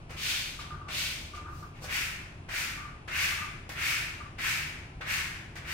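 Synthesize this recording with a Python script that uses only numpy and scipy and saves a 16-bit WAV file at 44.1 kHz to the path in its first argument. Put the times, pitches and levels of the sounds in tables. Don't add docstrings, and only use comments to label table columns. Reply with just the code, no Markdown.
import sys
import numpy as np
from scipy import signal
from scipy.fft import rfft, irfft, next_fast_len
from scipy.io import wavfile
from scipy.ndimage import map_coordinates

SR = 44100
rng = np.random.default_rng(int(sys.argv[2]) if len(sys.argv) > 2 else 0)


def dump(signal):
    limited = np.clip(np.atleast_2d(signal).T, -1, 1)
    pcm = np.round(limited * 32767).astype(np.int16)
    wavfile.write(sys.argv[1], SR, pcm)


def makeup_ratio(level_db):
    decades = np.asarray(level_db, float) / 20
    return 10 ** decades


N = 252693

# land_s, wait_s, speed_up_s, full_speed_hiss_db, fade_30db_s
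STROKE_EVENTS = [
    (-.55, 0.01, 0.19, -39, 0.28),
    (0.093, 0.052, 0.17, -38.5, 0.3859),
    (0.884, 0.0009, 0.13, -39.5, 0.3734),
    (1.819, .055, 0.096, -38.5, 0.35),
    (2.472, 0.0055, .13, -40, 0.3158),
    (3.074, 0.018, 0.15, -37.5, 0.3652),
    (3.689, 0.057, 0.16, -37.5, 0.36),
    (4.375, 0.0011, 0.12, -38, 0.37),
    (5.007, 0.042, 0.092, -39.5, 0.36),
    (5.552, 0.089, 0.11, -43.5, 2.8),
]
# time_s, full_speed_pitch_hz, ring_over_hiss_db, pane_drone_db
HAND_GRIP = [
    (0.3, 2695, 2, -61),
    (1.0, 2697, 1.5, -61),
    (1.95, 2330, 8, -58),
    (2.6, 2225, 6, -60),
    (3.25, 2300, 8.5, -60),
    (3.9, 2320, 8, -59),
    (4.5, 2284, 8, -66),
    (5.15, 2216, 7.5, -67),
]
# time_s, half_length_s, hiss_db, spray_over_hiss_db, ring_over_hiss_db
LIGHT_BRUSHES = [
    (0.62, 0.019, -54, -24, 0),
    (1.366, 0.024, -56, -19, -1),
    (1.589, 0.092, -61.5, -8, -15),
    (1.78, 0.036, -66.5, -15, 11.5),
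    (1.85, 0.031, -48, -11, -17),
    (5.575, 0.018, -53.5, -11, 2),
]
# time_s, smack_peak_db, thud_db, skid_db, spray_over_skid_db
LANDINGS = [(0.0922, -47, -57, -58, -22), (0.1052, -26, -43.5, -55, -15), (0.5894, -37, -63, -57.5, -20),
            (0.8826, -42, -50, -50.5, -27.5), (1.3442, -44, -49, -58.5, -20), (1.8211, -24, -44, -73, -9),
            (1.8422, -18, -38.5, -57, -13), (2.4866, -42, -50, -54, -26), (3.077, -28, -48, -51.5, -21),
            (3.692, -16.5, -43, -50, -8.5), (4.382, -36, -56, -52, -17), (5.0074, -41, -44, -59, -49.5),
            (5.5558, -24, -47, -56, -21)]
# frequency_hz, level_db_per_hz
EDGE_SPECTRUM = [(590, -48), (1000, -18), (1140, -14), (1890, -1), (2530, -19.5), (3890, -13.5),
                 (4900, -10.5), (9600, -18), (12500, -18), (16000, -33)]
# pitch_hz, width_hz, level_db
PLATE_SHAPES = [(1854, 1390, 2), (2401, 920, -2.5), (2847, 3030, 5.5)]
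# pitch_hz, width_hz, level_db
PANE_MODES = [(696, 390, 8.5), (1190, 790, 12.5)]
# frequency_hz, level_db_per_hz
NIGHT_SPECTRUM = [(12, -46), (20, 1), (130, 0), (198, -8.5), (377, -12.5), (485, -19.5), (678, -16),
                  (976, -17), (1960, -27), (2600, -22), (3630, -33.5), (8890, -44), (10200, -40),
                  (11400, -90), (16000, -78)]
# frequency_hz, correlation
PORT_LIKENESS = [(60, 0.99), (180, 0.97), (550, 0.65), (1650, -0.9), (4970, 0.71), (15000, -0.11)]
# pitch_hz, width_hz, level_db
ENGINE_DRONES = [(83.3, 31.4, -0.5), (150.9, 18.4, -5.5), (356, 72, -13.5)]
# time_s, level_db
PASSING_TRAFFIC = [(0.0, -60), (0.16, -45), (0.49, -57), (0.7, -45), (1.2, -49.5), (1.47, -43),
                   (1.96, -50.5), (3.56, -50), (5.17, -47.5), (5.51, -51), (5.73, -43)]
# frequency_hz, t60_s
ROOM_DECAY = [(500, 0.92), (2000, 0.48), (6000, 0.42), (11000, 0.36), (14000, 0.22)]
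# time_s, peak_db
FROG_NOTES = [(0.5897, -38.5), (0.6287, -42), (0.6474, -47), (0.7052, -37), (0.722, -40), (0.742, -37.5),
              (0.8133, -40), (0.871, -42), (1.3347, -40), (1.3724, -38), (1.393, -51), (1.4087, -46),
              (1.443, -48), (1.4566, -38.5), (1.48, -36), (1.5205, -45), (1.6242, -38.5), (2.7736, -40),
              (2.798, -38), (2.824, -43), (2.8477, -39), (2.878, -42), (3.318, -39), (3.3854, -34),
              (3.4166, -35), (3.441, -36), (3.469, -43), (4.2018, -37.5), (4.2174, -51), (4.244, -45)]
# pitch_ratio, level_db
FROG_PARTIALS = [(.76, -18), (0.998, -2), (1.09, -15.5), (1.24, -16)]
# pitch_hz, width_hz, level_db
RASP_MODES = [(1210, 110, 1), (1360, 370, -6)]
PORT_LEAN = np.array([[.9], [-.9]])

RISE_SHAPE, FADE_SHAPE = 1.66, 1.186
SLACK_HZ_PER_DB, SLACK_AFTER = 11.5, 0.35
RING_LEADS, RING_LINGERS = 0.45, 0.12
DRONE_LEADS, DRONE_FOLLOWS = 0.1, 0.32
SPRAY_DB, DRY_AT_DB = -8.5, 29
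SKID_SETS_S, SKID_T60_S = 0.0052, 0.51
SKID_RING_DB, SKID_DRONE_DB = 9.5, 5.5
FLAT_RINGS, FLAT_DRONES = 0.28, 0.34
CROAK_HZ, SAG_HZ, NOTE_S, SWELL_S = 1128, 110.2, 0.021, 0.005
MUTTER_DB, MUTTER_S = -10.5, 0.041
NIGHT_DB = -45
TOP_HZ = 15800
LEAD_S = 3 / SR


def unit(x):
    return x / np.sqrt(np.mean(x ** 2) + 1e-20)


def along(points, hz):
    f, v = np.transpose(points)
    return np.interp(np.log(hz + 1), np.log(f + 1), v)


def wobble(rate):
    knots = rng.standard_normal(int(N * rate / SR) + 4)
    return map_coordinates(knots, [np.arange(N) * rate / SR])


def filtered(x, response):
    m = next_fast_len(N + SR // 2)
    return irfft(rfft(x, m) * response(np.fft.rfftfreq(m, 1 / SR)), m)[..., :N]


def resonant(x, modes, order=1):
    def response(f):
        return sum(makeup_ratio(db) * (1j * f * w / (c * c - f * f + 1j * f * w)) ** order for c, w, db in modes)
    return filtered(x, response)


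def slips(spiky_db, lumpy_db, shared):
    spikes = np.minimum(rng.exponential(size=(3, N)), 4)
    grains = makeup_ratio(spiky_db * spikes + lumpy_db * wobble(120)) * rng.standard_normal((3, N))
    return grains[:2] + shared * grains[2]


def edge_hiss():
    def response(hz):
        spectrum = makeup_ratio(along(EDGE_SPECTRUM, np.maximum(hz, 3500)))
        return spectrum / (1 + (1700 / (hz + 1)) ** 4) / (1 + (hz / 10500) ** 8)
    return unit(filtered(slips(spiky_db=1, lumpy_db=-0.3, shared=0.32), response))


def film_spray():
    def response(hz):
        return 1 / (1 + (10500 / (hz + 1)) ** 8) / (1 + (hz / 15000) ** 5)
    return unit(filtered(slips(spiky_db=1.5, lumpy_db=1.1, shared=0.18), response))


def plate_ring(pitch):
    bend = np.interp(pitch, [c for c, _, _ in PLATE_SHAPES], np.arange(len(PLATE_SHAPES)))
    ring = 0
    for k, (c, w, db) in enumerate(PLATE_SHAPES):
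        share = np.sqrt(np.clip(1 - abs(bend - k), 0, 1))
        grains = slips(spiky_db=2, lumpy_db=1.2, shared=0.75)
        ring = ring + makeup_ratio(db) * share * unit(resonant(grains, [(c, w, 0)], order=2))
    return ring


def pane_drone():
    return unit(resonant(slips(spiky_db=1.5, lumpy_db=-0.5, shared=0.6), PANE_MODES, order=2))


def pane_hum():
    return unit(resonant(slips(spiky_db=0.0, lumpy_db=2.5, shared=0.43), [(1479, 29, 0)]))


def strokes():
    t = np.arange(N) / SR
    land, wait, rise, peak_db, fade = np.transpose(STROKE_EVENTS)[:, :, None]
    after = t - land - wait - rise
    speed = np.sin(np.pi / 2 * np.clip(1 + after / rise, 1e-3, 1))
    rising_db = -20 * RISE_SHAPE * np.log10(speed)
    fading_db = 30 * abs(after / fade) ** FADE_SHAPE
    under_db = np.where(after < 0, rising_db, fading_db)
    now = np.searchsorted(land[:, 0], t) - 1, np.arange(N)
    sweep_db = (peak_db - under_db)[now]
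    under_db = np.minimum(under_db[now], 60)
    fading = after[now] > 0

    s, *grip = np.transpose(HAND_GRIP)
    grip_hz, grip_db, pane_db = [np.interp(t, s, c) for c in grip]
    pitch = grip_hz - SLACK_HZ_PER_DB * np.where(fading, SLACK_AFTER, 1) * np.minimum(under_db, 30)

    s, _, _, skid_db, skid_spray_db = np.transpose(LANDINGS)[:, :, None]
    settling = np.clip((t - s) / SKID_SETS_S, 0, 1) ** 2
    skid = settling * makeup_ratio(2 * (skid_db - 60 * abs(t - s) / SKID_T60_S))
    s, half, brush_db, brush_spray_db, brush_ring_db = np.transpose(LIGHT_BRUSHES)[:, :, None]
    brush_db = brush_db - 10 * ((t - s) / half) ** 2
    uneven = makeup_ratio(0.21 * wobble(13))

    def level(sweep_over_db, skid_over_db, brush_over_db):
        sweep_power = makeup_ratio(2 * (sweep_db + sweep_over_db))
        skid_power = np.sum(skid * makeup_ratio(2 * skid_over_db), axis=0)
        brush_power = np.sum(makeup_ratio(2 * (brush_db + brush_over_db)), axis=0)
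        return uneven * np.sqrt(sweep_power + skid_power + brush_power)

    spray_db = SPRAY_DB - 15 * fading * (under_db / DRY_AT_DB) ** 2
    ring_db = grip_db + np.where(fading, RING_LINGERS, RING_LEADS) * under_db
    drone_db = pane_db - np.where(fading, DRONE_FOLLOWS, DRONE_LEADS) * under_db - sweep_db
    skid_ring_db = SKID_RING_DB - FLAT_RINGS * (skid_spray_db + 19.5)
    skid_drone_db = SKID_DRONE_DB - FLAT_DRONES * (skid_spray_db + 19)
    return (level(0, 0, 0) * (makeup_ratio(0.5) * edge_hiss() + makeup_ratio(-15.5) * pane_hum())
            + level(spray_db, skid_spray_db, brush_spray_db) * makeup_ratio(2.5) * film_spray()
            + level(ring_db, skid_ring_db, brush_ring_db) * plate_ring(pitch)
            + level(drone_db, skid_drone_db, -3) * pane_drone())


def room(x, quick=1):
    hz, t, z = signal.stft(rng.standard_normal((2, SR)), SR, nperseg=256)
    decay = makeup_ratio(-60 * quick * t / along(ROOM_DECAY, hz)[:, None])
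    tail = signal.istft(z * decay, SR, nperseg=256)[1]
    return signal.fftconvolve(x, tail / np.linalg.norm(tail[0]), axes=1)[:, :N]


def traffic():
    passing_db = np.interp(np.arange(N) / SR, *np.transpose(PASSING_TRAFFIC))
    return sum(makeup_ratio(passing_db + db - 3.5) * unit(resonant(rng.standard_normal(N), [(c, w, 0)], order=2))
               for c, w, db in ENGINE_DRONES)


def night():
    def mid_side(hz):
        turn = np.arccos(np.clip(along(PORT_LIKENESS, hz), -1, 1)) / 2
        return makeup_ratio(along(NIGHT_SPECTRUM, hz)) * [np.cos(turn), np.sin(turn)]
    mid, side = filtered(rng.standard_normal((2, N)), mid_side)
    air = unit(np.array([mid + side, mid - side]))
    return makeup_ratio(NIGHT_DB - 2 + 0.14 * wobble(1.9)) * air + traffic()


def taps():
    smack, push = np.zeros((2, N + SR)), np.zeros(N)
    t = np.arange(SR // 10) / SR
    for s, db, thud_db, *_ in LANDINGS:
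        start = round(s * SR)
        burst = makeup_ratio(db - 17.0 - 60 * t / 0.045) * rng.standard_normal((2, len(t)))
        smack[:, start:][:, :len(t)] += burst
        push[start] = makeup_ratio(thud_db + 41.5)
    thud = resonant(push, [(510, 370, -3.0), (740, 210, -8.5)], order=2)
    return resonant(smack[:, :N], [(2460, 3100, 0)]) + thud


def frog():
    power, trail, sharp = np.zeros((3, N + SR))
    t = np.arange(SR // 4) / SR
    swell = np.sin(np.pi / 2 * np.minimum(t / SWELL_S, 1)) ** 2
    for s, db in FROG_NOTES:
        start = round((s - SWELL_S / 4) * SR)
        power[start:][:len(t)] += (makeup_ratio(db - 2.5) * swell / (1 + (t / NOTE_S) ** 4)) ** 2
        trail[start:][:len(t)] += (makeup_ratio(db + MUTTER_DB) * swell) ** 2 * np.exp(-t / MUTTER_S)
        sharp[start:][:len(t)] = np.exp(-t / NOTE_S)
    pitch = (CROAK_HZ + SAG_HZ * sharp[:N]) * (1 + 0.01004 * wobble(70))
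    phase = 2 * np.pi * np.cumsum(pitch) / SR
    voice = sum(makeup_ratio(db + 1.6 * wobble(60)) * np.sin(ratio * phase) for ratio, db in FROG_PARTIALS)
    rasp = unit(resonant(rng.standard_normal((2, N)), RASP_MODES, order=2))
    croak = np.sqrt(power[:N]) * voice + np.sqrt(trail[:N]) * rasp
    return croak * makeup_ratio([[0.6], [-0.6]])


def scene():
    near = strokes() + taps()
    far = frog()
    yard = makeup_ratio(-11) * room(far, quick=2.5)
    return near + room(makeup_ratio(-3.5) * near) + far + yard + night()


def top_cut(x):
    return signal.sosfilt(signal.butter(12, 16850, fs=SR, output="sos"), x)


def record(dry):
    def ports(hz):
        lead = np.exp(1j * np.pi * hz * LEAD_S * np.array([[1], [-1]]))
        lean = makeup_ratio(PORT_LEAN * along([(130, 0.2), (400, 1), (3000, 1), (6000, 0.81)], hz))
        return lean * lead * (hz < TOP_HZ)
    mix = filtered(dry, ports)
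    return top_cut(mix)


dry = scene()
out = record(dry)
dump(out)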